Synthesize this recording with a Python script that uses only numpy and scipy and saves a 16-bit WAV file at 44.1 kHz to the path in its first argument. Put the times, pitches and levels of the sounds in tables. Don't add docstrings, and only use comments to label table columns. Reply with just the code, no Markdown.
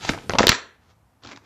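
import sys
import numpy as np
from scipy import signal
from scipy.fft import rfft, irfft
from scipy.io import wavfile

SR = 44100
rng = np.random.default_rng(int(sys.argv[2]) if len(sys.argv) > 2 else 0)


def put_to_file(sound):
    columns = np.atleast_2d(sound).T
    safe = np.clip(columns, -1, 1)
    whole_steps = np.round(safe * 32767)
    wavfile.write(sys.argv[1], SR, whole_steps.astype(np.int16))


N = 63945
TIME = np.arange(N) / SR


def amp(db):
    return 10 ** (np.asarray(db) / 20)


def unit_rms(x):
    return x / np.sqrt(np.mean(x ** 2) + 1e-20)


def curve_at(points, hz):
    freqs, values = np.transpose(points)
    return np.interp(np.log(hz + 1), np.log(freqs + 1), values)


def coloured(x, tone):
    hz = np.fft.rfftfreq(len(x), 1 / SR)
    return unit_rms(irfft(rfft(x) * amp(curve_at(tone, hz)), len(x)))


def banded(noise, hz, q):
    peak = signal.iirpeak(hz, q, fs=SR)
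    return unit_rms(signal.lfilter(*peak, signal.lfilter(*peak, noise)))


def swing(t, db, hz, decay_s):
    return -amp(db) * np.sin(2 * np.pi * hz * t) * np.exp(-t / decay_s)


def add(mix, start_s, sound):
    part = mix[round(start_s * SR):][:len(sound)]
    part += sound[:len(part)]


# frequency in Hz, relative level in dB.
AIR_TONE = [(15, -56.5), (25, -24.5), (75, -0.5), (193, -11), (267, -15), (349, -18), (378, -22),
            (782, -16.5), (3440, -35.5), (13900, -39.5), (15500, -54)]


def outdoor_air():
    return amp(-61.5) * coloured(rng.standard_normal(N), AIR_TONE)


# frequency in Hz, seconds to fall 60 dB.
YARD_DECAY = [(100, 0.04), (300, 0.44), (1000, 0.37), (2500, 0.44), (5000, .27), (8000, 0.29)]
# frequency in Hz, relative level in dB.
YARD_TONE = [(100, -7.5), (400, -4.5), (1200, -2.5), (3000, -10.5), (6000, -2.5), (9000, -0.5)]


def yard_echo(x, wet_db=-9.5, build_s=0.01, fence_s=0.056, spread_s=0.007, fence_db=7):
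    hz, frame_s, spectrum = signal.stft(rng.standard_normal(SR), SR, nperseg=256)
    fade_db = 60 * frame_s / curve_at(YARD_DECAY, hz)[:, None]
    spectrum *= amp(curve_at(YARD_TONE, hz)[:, None] - fade_db)
    tail = signal.istft(spectrum, SR, nperseg=256)[1]
    t = np.arange(len(tail)) / SR
    fence_swell = amp(fence_db * np.exp(-((t - fence_s) / spread_s) ** 2))
    tail *= np.minimum(t / build_s, 1) * fence_swell
    return amp(wet_db) * signal.fftconvolve(x, tail / np.linalg.norm(tail))[:N]


# frequency in Hz, relative level in dB.
RUMBLE_TONE = [(18, -33), (30, -14), (145, -1.5), (180, -4.5), (219, -7.5), (351, -9), (500, -12),
               (650, -34), (1100, -120)]


def friction(moves, tone, grains_per_s=14000, spread_db=2):
    times, grit_db, rumble_db = np.transpose(moves)[:3]
    grains = rng.standard_normal(N) * amp(spread_db * np.minimum(rng.exponential(1, N), 4))
    grains *= rng.random(N) < grains_per_s / SR
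    grit = amp(np.interp(TIME, times, grit_db)) * coloured(grains, tone)
    rumble = amp(np.interp(TIME, times, rumble_db)) * coloured(rng.standard_normal(N), RUMBLE_TONE)
    return grit + rumble


# time in seconds, scuff level in dB, rumble level in dB.
SCUFF_MOVES = [(.76, -85, -90.5), (.83, -65, -87), (.87, -66.5, -95), (.91, -56, -95), (.94, -72.5, -87),
               (1.0, -92, -85), (1.215, -79.5, -87.5), (1.225, -56.5, -66.5), (1.245, -47.5, -52),
               (1.275, -48, -58), (1.33, -40, -67.5), (1.35, -62, -50), (1.375, -53, -61.5),
               (1.39, -91, -66.5), (1.45, -56.5, -54.5)]
# frequency in Hz, relative level in dB.
SCUFF_TONE = [(180, -34.5), (300, -6), (603, -12), (1020, -4.5), (1130, -6), (2110, -13), (5960, -13),
              (7920, -22.5), (9000, -57.5), (11700, -88), (19800, -120)]


def shoe_scuff():
    return friction(SCUFF_MOVES, SCUFF_TONE)


# start in seconds, thud level in dB, pitch in Hz and decay in ms,
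# knock level in dB and pitch in Hz, clack level in dB, pitch in Hz and decay in ms.
GRIT_HITS = [(1.2355, -56, 189, 4, -51, 980, -40.5, 3820, 3.7),
             (1.248, -36, 313, 3.4, -49, 870, -36, 4500, 2),
             (1.2507, -34, 226, 1.93, -27.5, 1000, -67, 1760, 1.2),
             (1.2606, -41, 119, 12.5, -40, 553, -34, 3410, 0.7),
             (1.272, -37.5, 258, 6.5, -43.5, 1290, -36, 4016, 4),
             (1.29, -37, 283, 5.7, -28.5, 1154, -41.5, 2780, 2.3),
             (1.313, -46, 250, 5.9, -42, 857, -38, 1680, 3),
             (1.318, -59, 269, 2.8, -43, 945, -34.5, 2070, 1.8),
             (1.331, -42, 276, 16.5, -46, 820, -39, 2210, 1.8),
             (1.3611, -52, 180.3, 1.6, -49, 1000, -33.5, 3900, 1.45),
             (1.373, -41.5, 160, 5.6, -30, 1410, -37.5, 4570, 1.2)]


def grit_crunch():
    return impacts(GRIT_HITS)


# time in seconds, then scrape, rumble and hiss levels in dB.
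SCRAPE_MOVES = [(0, -46, -52, -65), (0.032, -34, -48, -61), (0.052, -30, -34, -59),
                (.068, -34.5, -49.5, -56), (0.085, -27, -38, -60), (0.102, -29, -28.5, -47.5),
                (0.158, -48.5, -39.5, -59.5), (.21, -48, -45, -66), (0.292, -54.5, -47.5, -62),
                (0.302, -51, -39, -52.5), (0.371, -58.5, -41.5, -62), (.385, -48, -44.5, -80.5),
                (.4, -31.5, -38.5, -86.5), (.43, -31.5, -43, -95.5), (.46, -44, -44.5, -95.5),
                (.52, -89, -50, -93), (.6, -85.5, -86.5, -109)]
# frequency in Hz, relative level in dB.
SCRAPE_TONE = [(180, -41.5), (300, -14.5), (404, -21), (848, -2.5), (1080, -16), (1320, -5.5), (2110, -9),
               (3830, -6.5), (9000, -11.5), (11700, -56), (19800, -120)]


def board_scrape():
    return friction(SCRAPE_MOVES, SCRAPE_TONE)


# frequency in Hz, relative level in dB.
HISS_TONE = [(4880, -34), (8300, 0.5), (9760, 0), (11500, -3.5), (14800, -13.5)]


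def scrape_hiss():
    times, _, _, hiss_db = np.transpose(SCRAPE_MOVES)
    return amp(np.interp(TIME, times, hiss_db)) * coloured(rng.standard_normal(N), HISS_TONE)


# pitch in Hz, relative level in dB, seconds to fall 60 dB.
AXLE_MODES = [(1284, -3, 0.28), (2163, 0.5, 0.19), (2380, 0, .3)]


def axle_ring(clack, send_db=-54):
    t = np.arange(SR // 2) / SR
    ring = sum(amp(db - 60 * t / t60) * np.sin(2 * np.pi * hz * t) for hz, db, t60 in AXLE_MODES)
    return amp(send_db) * signal.fftconvolve(clack, ring)[:N]


def impacts(hits, rise_s=0.00012, buzz_db=-8.5, buzz_s=0.0036, rattle_db=-22, rattle_stretch=6.7):
    body, clack = np.zeros((2, N))
    t = np.arange(SR // 12) / SR
    attack = 1 - np.exp(-t / rise_s)
    wide_band = signal.butter(2, [1300, 6500], "band", fs=SR)
    for start, thud_db, thud_hz, thud_ms, knock_db, knock_hz, clack_db, clack_hz, clack_ms in hits:
        buzz_noise, clack_noise = rng.standard_normal((2, len(t)))
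        thud = swing(t, thud_db, thud_hz, thud_ms / 1000)
        thud *= np.minimum(3 * t * thud_hz, 1)
        knock = swing(t, knock_db, knock_hz, decay_s=0.83 / knock_hz)
        buzz = amp(knock_db + buzz_db) * banded(buzz_noise, knock_hz, q=1) * np.exp(-t / buzz_s)
        add(body, start, thud + attack * (knock + buzz))

        bright = banded(clack_noise, clack_hz, q=1 / 0.73)
        bright += amp(3) * signal.lfilter(*wide_band, clack_noise)
        fall = np.exp(-t * 1000 / clack_ms)
        bright *= np.linalg.norm(fall) / np.linalg.norm(bright * fall)
        rattle = amp(rattle_db) * fall ** (1 / rattle_stretch)
        tick = swing(t, db=5.5, hz=clack_hz, decay_s=0.0005)
        add(clack, start, amp(clack_db) * (tick + attack * bright * (fall + rattle)))
    return body, clack


# start in seconds, thud level in dB, pitch in Hz and decay in ms,
# knock level in dB and pitch in Hz, clack level in dB, pitch in Hz and decay in ms.
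BOARD_HITS = [(.0492, -40.5, 196, 4, -20, 750, -25.5, 3700, 3.8),
              (.0912, -15.5, 150, 3, -5, 1300, -10, 4400, 1.23),
              (.0918, -39, 232, 3, -16, 2300, -14.5, 2470, 0.41),
              (.094, -12, 292.5, 4, -13, 680, -15, 2270, 1.4),
              (.0975, -14, 202.1, 3.7, -14.5, 480, -21, 3310, 3),
              (.135, -34.5, 282, 4, -15, 820, -29, 2070, 0.84),
              (.147, -34, 130, 6, -23, 670, -38, 2830, 0.8),
              (.1765, -35, 122, 6, -26.5, 810, -37, 1730, 1.4),
              (.186, -41, 107, 6, -34, 860, -33, 2300, 1.7),
              (.2955, -25, 178, 5, -7.5, 480, -12, 4500, 0.81),
              (.2965, -42.5, 170, 5, -13.5, 1200, -39.5, 4490, 1.3),
              (.306, -24, 112, 6, -10, 1130, -37.5, 1610, 0.38),
              (.318, -34.5, 114, 6, -15, 650, -33.5, 3800, 6.9),
              (.3355, -22.5, 203, 5, -11.5, 580, -22, 2800, 1.8),
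              (.347, -16.5, 250, 4, -16, 660, -41, 2100, 1.1),
              (.3525, -34.5, 186, 4, -9.5, 800, -28, 3500, 2.1),
              (.356, -21, 108, 5, -12.5, 650, -33, 1690, 1.1),
              (.3605, -25.5, 127.9, 5, -20, 610, -37, 2830, 0.93),
              (.3852, -23, 240, 4, -5.5, 1100, -7.5, 4840, 4.3),
              (.3858, -40.5, 240.3, 4, -17, 700, -6, 3000, 2.2),
              (.3935, -19.5, 238, 4, 1, 900, -14.5, 1730, 4.2),
              (.4035, -7.5, 222, 6, -7, 570, -15.5, 5000, 1.9),
              (.4075, -13.5, 270, 4, -2, 540, -14, 1900, 0.96),
              (.4205, -30, 180, 4, -23, 1020, -20.5, 4000, 1.3),
              (.431, -28, 232, 4, -13, 800, -13, 1690, 4.4),
              (.439, -29.5, 190, 5, -2.5, 530, -19.5, 3140, 1.5),
              (.4475, -17.5, 207, 5, -19.5, 540, -26.5, 2740, 1.5),
              (.4695, -22, 210, 2.5, -7, 450, 5, 3620, 0.71),
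              (.4812, -33, 141.3, 4, -14.5, 1110, -6, 4000, 1.8),
              (.4918, -4, 100, 3.5, 5, 1500, 5.5, 4027, 1.3),
              (.4945, -10, 220, 4, -5, 1500, -12.5, 4176, 2),
              (.5008, -23.5, 196.4, 4, -19.5, 1060, -7.5, 4950, 0.81),
              (.5185, -26, 225.7, 4, -5.5, 1828, -6, 3880, 0.48),
              (.528, -44, 233, 4, -14.5, 910, -14, 2730, 2)]


def board_tumble():
    return impacts(BOARD_HITS)


def board_snaps(offset_db=-31, decay_s=0.0006):
    snaps = np.zeros(N)
    t = np.arange(SR // 200) / SR
    for start, *_, clack_db, _, _ in BOARD_HITS:
        burst = rng.standard_normal(len(t)) * np.exp(-t / decay_s)
        add(snaps, start, amp(clack_db + offset_db) * burst)
    return signal.sosfilt(signal.butter(6, 8000, "high", fs=SR, output="sos"), snaps)


def scene(soften_hz=4170, stopband_hz=8640):
    board_body, board_clack = board_tumble()
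    grit_body, grit_clack = grit_crunch()
    clack = board_clack + grit_clack
    near = board_body + grit_body + clack + axle_ring(clack) + board_scrape() + shoe_scuff()
    softened = signal.lfilter(*signal.butter(1, soften_hz, fs=SR), near + yard_echo(near))
    dark = signal.sosfilt(signal.cheby2(14, 60, stopband_hz, fs=SR, output="sos"), softened)
    mono = dark + board_snaps() + scrape_hiss() + outdoor_air()
    return np.array([mono, mono])


def record(dry, low_cut_hz=40, ceiling_db=-1.4, high_cut_hz=15300):
    trimmed = signal.lfilter(*signal.butter(2, low_cut_hz, "high", fs=SR), dry)
    clipped = np.clip(trimmed, -amp(ceiling_db), amp(ceiling_db))
    high_cut = signal.firwin(255, high_cut_hz, window=("kaiser", 9), fs=SR)
    return signal.oaconvolve(clipped, high_cut[None], "same")


dry = scene()
out = record(dry)
put_to_file(out)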